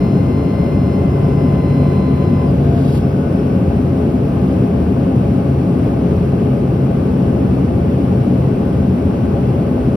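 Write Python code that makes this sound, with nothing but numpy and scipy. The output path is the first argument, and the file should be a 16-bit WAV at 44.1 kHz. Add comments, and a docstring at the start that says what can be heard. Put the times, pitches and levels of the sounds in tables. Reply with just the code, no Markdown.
"""Airflow roaring through the cabin resonances of an airliner on approach, heard on a pair of
microphones at a window seat. The engines hum through the airframe and sink as the throttles ease back.
Under the roar an actuator motor whines and is braked abruptly; a valve hisses shut and a pump sags
briefly under the load. Ventilation fans sing faintly in the background throughout."""
import sys
import numpy as np
from scipy import signal
from scipy.fft import rfft, irfft
from scipy.io import wavfile
from scipy.ndimage import uniform_filter1d, minimum_filter1d

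SR = 44100
rng = np.random.default_rng(int(sys.argv[2]) if len(sys.argv) > 2 else 0)


def unload_audio(sound):
    """Save the sound as a 16-bit wav file, at the path given as the first command line argument."""
    columns = np.transpose(np.atleast_2d(sound))
    # keep every value between -1 and 1, then stretch to whole-number steps
    steps = np.round(np.clip(columns, -1, 1) * 32767)
    wavfile.write(sys.argv[1], SR, steps.astype(np.int16))


N = 439236
TIME, FREQS = np.arange(N) / SR, np.fft.rfftfreq(N, 1 / SR) + 1e-3

# sound field at the microphone pair: f/Hz, likeness/0-1, left lead/rad, left over right/dB
MIC_FIELD = [(60, 0.999, 0.02, 0.5), (200, 0.994, -0.06, 1.6), (340, 0.915, -0.05, 3.3),
             (430, 0.889, -0.1, -0.0), (560, 0.7, 0.29, 2.6), (660, 0.613, 1.65, 6.1),
             (820, 0.501, 1.22, 3.0), (920, 0.724, 3.52, 2.6), (1120, 0.5, 5.55, 2.3),
             (1550, 0.532, 5.32, 3.8), (2200, 0.42, 6.2, -1), (3100, 0.12, 7.3, 2.3), (3500, .22, 7.8, 0),
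             (4500, .45, 7.6, -.3), (5300, 0.73, 6.7, 0.2), (6100, .65, 7.9, 0), (6550, .92, 9.2, 0),
             (7000, .99, 9.4, 0), (7700, .98, 9.5, 0), (8900, .62, 11.1, 0), (9900, .93, 12.5, 0),
             (11300, .93, 12.7, 0), (12200, .72, 14.5, 0), (12900, .96, 15.6, 0), (14100, .96, 15.8, 0),
             (15200, .5, 16.8, 0)]
# ventilation fan tones: f/Hz, level/dB, left over right/dB, left lead/rad
FAN_TONES = [(208, -33.5, 0, 0.32), (410.4, -38, 1, 1.1), (422.3, -36, 12, 0.16), (512, -46.5, 11.5, 0.68),
             (555, -43.5, -3, 0.96), (709, -50.5, 3, 1.2)]
# pipe resonances that bring out the pump's whistle: f/Hz, width/Hz, lift/dB
WHISTLE_MODES = [(5228, 48, 11), (5305, 58, 10)]
# spectrum of the valve's hiss: f/Hz, relative level/dB
HISS_SPECTRUM = [(1500, -30), (2700, 10.5), (4700, 5), (5800, -2), (7400, -3), (9500, -6.5), (12000, -7.5),
                 (13200, -6.5), (15000, -10), (16000, -28)]
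# resonances of the valve's pipes: f/Hz, width/Hz, lift/dB
PIPE_MODES = [(3340, 100, 7.3), (3880, 90, 7), (4590, 110, 7.8), (4950, 130, 7), (6720, 90, 8),
              (6930, 100, 9), (10584, 80, 11), (11800, 120, 6), (12480, 70, 8), (14620, 70, 8)]
# surges of flow through the valve: t/s, lift/dB
FLOW_SURGES = [(2.795, 2.5), (2.85, 2.5), (2.895, 2), (2.958, 0)]
# motor partials: shaft multiple, starting level/dB, growth/(dB/s), left over right/dB, left lead/rad
MOTOR_PARTIALS = [(2, -52, 0, 3, 0), (3, -43.3, 3.6, 2.5, -1.3), (4, -58, 0, 2, 0), (6, -46, -1.1, -3, -.3),
                  (8, -66, 1, 1, 0), (9, -68, 3, -1, .7), (12, -54.8, .8, 4, .9), (15, -57, -1.9, 3.5, .6),
                  (16, -72, 0, 0, .7), (18, -66.5, -5, 0, 2.1)]
# motor partials dip or swell as standing waves shift: shaft multiple, t/s, spread/s, change/dB
STANDING_WAVES = [(2, 1.25, .22, 13), (3, .42, .1, 2.5), (3, 1.07, .05, -4.5), (4, 1.2, .25, 7),
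                  (6, .2, .12, -2), (6, 1.28, .1, -2.3), (12, .27, .06, -3.5), (12, .85, .17, -1.8),
                  (12, 1.08, .04, -5), (12, 1.23, .12, -14), (12, 1.51, .09, -6), (12, 2.45, .12, -8),
                  (15, .29, .06, -4.5), (15, .82, .1, 1.3), (15, 1.05, .02, -6), (15, 1.41, .06, 4.5),
                  (15, 1.95, .07, -2), (15, 2.2, .03, -8), (15, 2.38, .08, 5.8)]
# speed of the engine's core shaft: t/s, f/Hz
CORE_SPEED = [(.5, 288), (2.6, 272.5), (6.5, 259.3), (9.96, 246.5)]
# swells of the engine hum: t/s, spread/s, lift/dB
HUM_SWELLS = [(.1, 0.15, 5.6), (1.2, .14, 4.5), (1.75, 0.22, 8), (2.7, 0.29, 7.9), (5.45, 0.097, 6),
              (6.5, 0.39, 3.7), (8.45, 0.11, 6.1)]
# a cabin drone that comes and goes: t/s, spread/s, level before trim/dB
DRONE_SWELLS = [(4.6, 0.16, -21), (7.7, .3, -22.5), (9, 0.4, -20)]
# spectrum of the airflow through the wall: f/Hz, relative level/dB
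ROAR_SPECTRUM = [(15, -25.5), (38, -23), (62, -2.3), (150, -2), (235, -1), (400, -9.5), (750, -19.5),
                 (1200, -27.3), (1380, -32.5), (1900, -38), (2700, -37), (3700, -47), (4600, -48),
                 (5600, -51), (6300, -53.3), (7600, -54.8), (9500, -56.5), (11000, -56.8), (15500, -61)]
# cabin and panel resonances: f/Hz, width/Hz, lift/dB
CABIN_MODES = [(84, 21, 5), (108, 9, 3), (132, 19.3, 5.5), (166.7, 8.9, 2.5), (184, 18.7, 6),
               (250.3, 17, 3.5), (271, 16, 3.5), (368, 38, 2.5), (416.5, 16.8, 5.5), (515, 8.8, 3.5),
               (558.4, 24.4, 5.5), (628, 14, 2.5), (678, 43, 6), (824, 67, 3.5), (910, 21, 2.5),
               (1505, 93, 4.5), (8530, 200, 4.5), (12400, 1200, 4.5)]


def from_db(db):
    """Decibels to gain."""
    return np.exp(np.asarray(db) * np.log(10) / 20)


def rms_one(x):
    """Scale to unit rms."""
    return x / np.sqrt(np.mean(x ** 2) + 1e-20)


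def since(start_s):
    """Seconds gone by since a moment, zero before it."""
    return np.maximum(TIME - start_s, 0)


def swell(centre_s, spread_s):
    """A bell-shaped rise and fall of height 1."""
    return np.exp(-.5 * np.minimum(((TIME - centre_s) / spread_s) ** 2, 100))


def crest_db(crest_s, rise_db_per_s, fall_db_per_s):
    """A level that climbs to 0 dB at one moment and falls away after it."""
    return -rise_db_per_s * np.maximum(crest_s - TIME, 0) - fall_db_per_s * since(crest_s)


def drift(rate_hz):
    """A random wander of rms 1, mostly slower than the rate."""
    return rms_one(irfft(rfft(rng.standard_normal(N)) / (1 + (FREQS / rate_hz) ** 2), N))


def below(x, hz):
    """The part of a sound below a soft corner."""
    return irfft(rfft(x) / (1 + (FREQS / hz) ** 4), N)


def above(x, hz):
    """The part of a sound above a soft corner."""
    return x - below(x, hz)


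def in_frequency(rows):
    """Each column of a spectrum, at every frequency."""
    hz, *columns = np.transpose(rows)
    return [np.interp(np.log(FREQS), np.log(hz), column) for column in columns]


def resonance_db(modes, hz):
    """How much a set of resonances lifts a frequency."""
    return sum(lift_db * np.exp(-2 * np.minimum(((hz - centre) / width) ** 2, 10))
               for centre, width, lift_db in modes)


def panned(left_db):
    """Gains of the two microphones for a level difference, at constant total power."""
    gains = from_db(np.array([[.5], [-.5]]) * left_db)
    return gains / np.sqrt(np.mean(gains ** 2, axis=0))


def tone(hz, waver, rate_hz, left_db=0, lead=0):
    """A tone that wavers differently at each microphone; a strong waver makes a band about rate_hz wide."""
    phase = 2 * np.pi * ((np.cumsum(hz + np.zeros(N)) / SR + rng.random()) % 1)
    knots = np.arange(0, TIME[-1] + 1, 1 / rate_hz)
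    phasors = 1 + waver * rng.standard_normal((len(knots), 2, 2)) @ [1, 1j]
    mics = [np.real(np.interp(TIME, knots, phasor) * np.exp(1j * angle))
            for phasor, angle in zip(phasors.T, [phase, phase - lead])]
    return rms_one(np.array(mics)) * panned(left_db)


def turbulence(spectrum, modes):
    """Flow noise of rms 1, lifted by resonances; long waves reach both microphones alike."""
    level_db = in_frequency(spectrum)[0] + resonance_db(modes, FREQS)
    alike, lead, left_db = in_frequency(MIC_FIELD)
    mid, side = rfft(rng.standard_normal((2, N))) * np.sqrt([1 + alike, 1 - alike])
    mics = np.array([mid + side, (mid - side) * np.exp(-1j * lead)])
    return rms_one(irfft(mics * from_db(level_db) * panned(left_db), N))


def ventilation():
    """Cabin fans sing faintly in the background, with a hum that swells once and a thin high whine."""
    fans = sum(from_db(db) * tone(hz, waver=.61, rate_hz=4, left_db=left_db, lead=lead)
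               for hz, db, left_db, lead in FAN_TONES)
    hum = swell(centre_s=7.8, spread_s=.21) * tone(hz=422, waver=.2, rate_hz=6, left_db=-5)
    whine = tone(hz=8190, waver=.5, rate_hz=30, lead=3.8)
    return fans + from_db(-30) * hum + from_db(-65) * whine


def pump(start_s=2.57, end_s=3.98, ramp_s=.05, free_hz=900, sag_hz=159.5, fade_db_per_s=4):
    """A pump sings as its load drags the shaft down and lets go; its whistle flares at pipe resonances."""
    working = np.clip(np.minimum(TIME - start_s, end_s - TIME) / ramp_s, 0, 1)
    load = swell(centre_s=3.212, spread_s=.62)
    shaft_hz = free_hz - sag_hz * load
    lead = 1.9 + .025 * (shaft_hz - shaft_hz.min())  # phase between the microphones follows the pitch
    whine = load ** 1.5 * tone(2 * shaft_hz, waver=.35, rate_hz=40, left_db=8, lead=lead)
    whistle_hz = 7 * shaft_hz
    whistle_db = -65 + resonance_db(WHISTLE_MODES, whistle_hz) - fade_db_per_s * since(start_s)
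    whistle = load * tone(whistle_hz, waver=.5, rate_hz=90, left_db=2, lead=.9)
    return working * (from_db(-45.7) * whine + from_db(whistle_db) * whistle)


def valve(shut_s=2.975, sputter_db=1.2):
    """Fluid sputters through a closing valve: a pipe groans, the hiss surges and brightens as it shuts."""
    flow = from_db(sputter_db * drift(rate_hz=50)) * turbulence(HISS_SPECTRUM, PIPE_MODES)
    surge_db = sum(lift_db * swell(s, spread_s=.011) for s, lift_db in FLOW_SURGES)
    hiss = flow + (from_db(surge_db) - 1) * below(flow, hz=5500)
    hiss_db = -44 + crest_db(shut_s, rise_db_per_s=35, fall_db_per_s=222)
    spurt = rms_one(above(flow, hz=8500))  # the narrowing gap brings out the treble
    spurt_db = -49 + crest_db(shut_s - .008, rise_db_per_s=110, fall_db_per_s=500)
    groan = swell(centre_s=2.79, spread_s=.1) * tone(hz=682, waver=1.3, rate_hz=30, left_db=1)
    return from_db(hiss_db) * hiss + from_db(spurt_db) * spurt + from_db(-28.5) * groan


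def actuator(free_hz=345.07, load_s=1.02, takeup_s=.05, drop_hz=2.33, sag_hz_per_s=2.1,
             stop_s=2.462, braking_hz_per_s=280):
    """A motor whines over a soft gear rush, slows slightly as its load grows, and is braked to a stop."""
    load_hz = drop_hz * np.minimum(since(load_s) / takeup_s, 1) + sag_hz_per_s * since(load_s)
    braking_hz = np.minimum(braking_hz_per_s * since(stop_s), free_hz / 2)
    shaft_hz = (free_hz - load_hz - braking_hz) * (1 + .0002 * drift(rate_hz=8.7))
    whine = 0
    for multiple, start_db, growth_db_per_s, left_db, lead in MOTOR_PARTIALS:
        shift_db = sum(change_db * swell(s, spread)
                       for which, s, spread, change_db in STANDING_WAVES if which == multiple)
        partial = tone(multiple * shaft_hz, waver=.19, rate_hz=20, left_db=left_db, lead=lead)
        whine += from_db(start_db + growth_db_per_s * TIME + shift_db) * partial
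    gears = from_db(-55 + 2 * TIME) * tone(hz=2500, waver=20, rate_hz=1700, left_db=-1)
    running = np.where(TIME < stop_s, 1, swell(stop_s, spread_s=.025))
    # the brake rubs at its resonance just after it grips
    rub = swell(stop_s + .035, spread_s=.016) * tone(hz=4860, waver=3, rate_hz=400, left_db=-2)
    return running * (whine + gears) + from_db(-52) * rub


def engines(cruising_hz=141.5, ease_s=2.7, sag_hz_per_s=1.9, fade_db_per_s=.4, drone_trim_db=-.5):
    """Shaft unbalance hums through the airframe and sinks as the throttles ease back."""
    fan_hz = cruising_hz - sag_hz_per_s * since(ease_s)
    swells_db = sum(lift_db * swell(s, spread) for s, spread, lift_db in HUM_SWELLS)
    fan_db = -23.6 - fade_db_per_s * since(ease_s) + swells_db
    fan = from_db(fan_db) * tone(fan_hz, waver=.1, rate_hz=5)[0]
    core_hz = np.interp(TIME, *np.transpose(CORE_SPEED))
    core = from_db(-30.5) * tone(core_hz, waver=.28, rate_hz=4.4)[0]
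    octave_db = -44.1 + resonance_db(CABIN_MODES, 2 * core_hz)  # fades as it slides out of a resonance
    octave = from_db(octave_db) * tone(2 * core_hz, waver=.44, rate_hz=8)[0]
    drone_gain = sum(from_db(db + drone_trim_db) * swell(s, spread) for s, spread, db in DRONE_SWELLS)
    drone = drone_gain * tone(hz=189, waver=.25, rate_hz=6)[0]
    # the waves are long, so both microphones pick up the same hum
    return (fan + core + octave + drone) * panned(left_db=.6)


def airflow(level_db=-13.5, buffet_db=.25, flutter_db=.3):
    """Boundary-layer noise fills the cabin and swells a little with the air; its treble also wavers."""
    flow = turbulence(ROAR_SPECTRUM, CABIN_MODES)
    flutter = from_db(flutter_db * drift(rate_hz=7)) - 1
    gain = from_db(level_db + buffet_db * drift(rate_hz=3))
    return gain * (flow + flutter * above(flow, hz=1700))


def scene():
    """All sources at the window seat."""
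    return airflow() + engines() + actuator() + pump() + valve() + ventilation()


def record(dry):
    """A look-ahead limiter eases the highest peaks down; the ends are soft and the top is cut steeply."""
    ceiling, hold, cutoff_hz = .91, SR // 100, 15800
    needed_gain = ceiling / np.maximum(np.abs(dry).max(axis=0), ceiling)
    held_gain = minimum_filter1d(needed_gain, 2 * hold)
    smooth_gain = uniform_filter1d(uniform_filter1d(held_gain, hold), hold)
    ends = signal.windows.tukey(N, hold / N)
    high_cut = signal.ellip(10, .05, 80, cutoff_hz, fs=SR, output="sos")
    return signal.sosfilt(high_cut, dry * smooth_gain * ends)


dry = scene()
out = record(dry)
unload_audio(out)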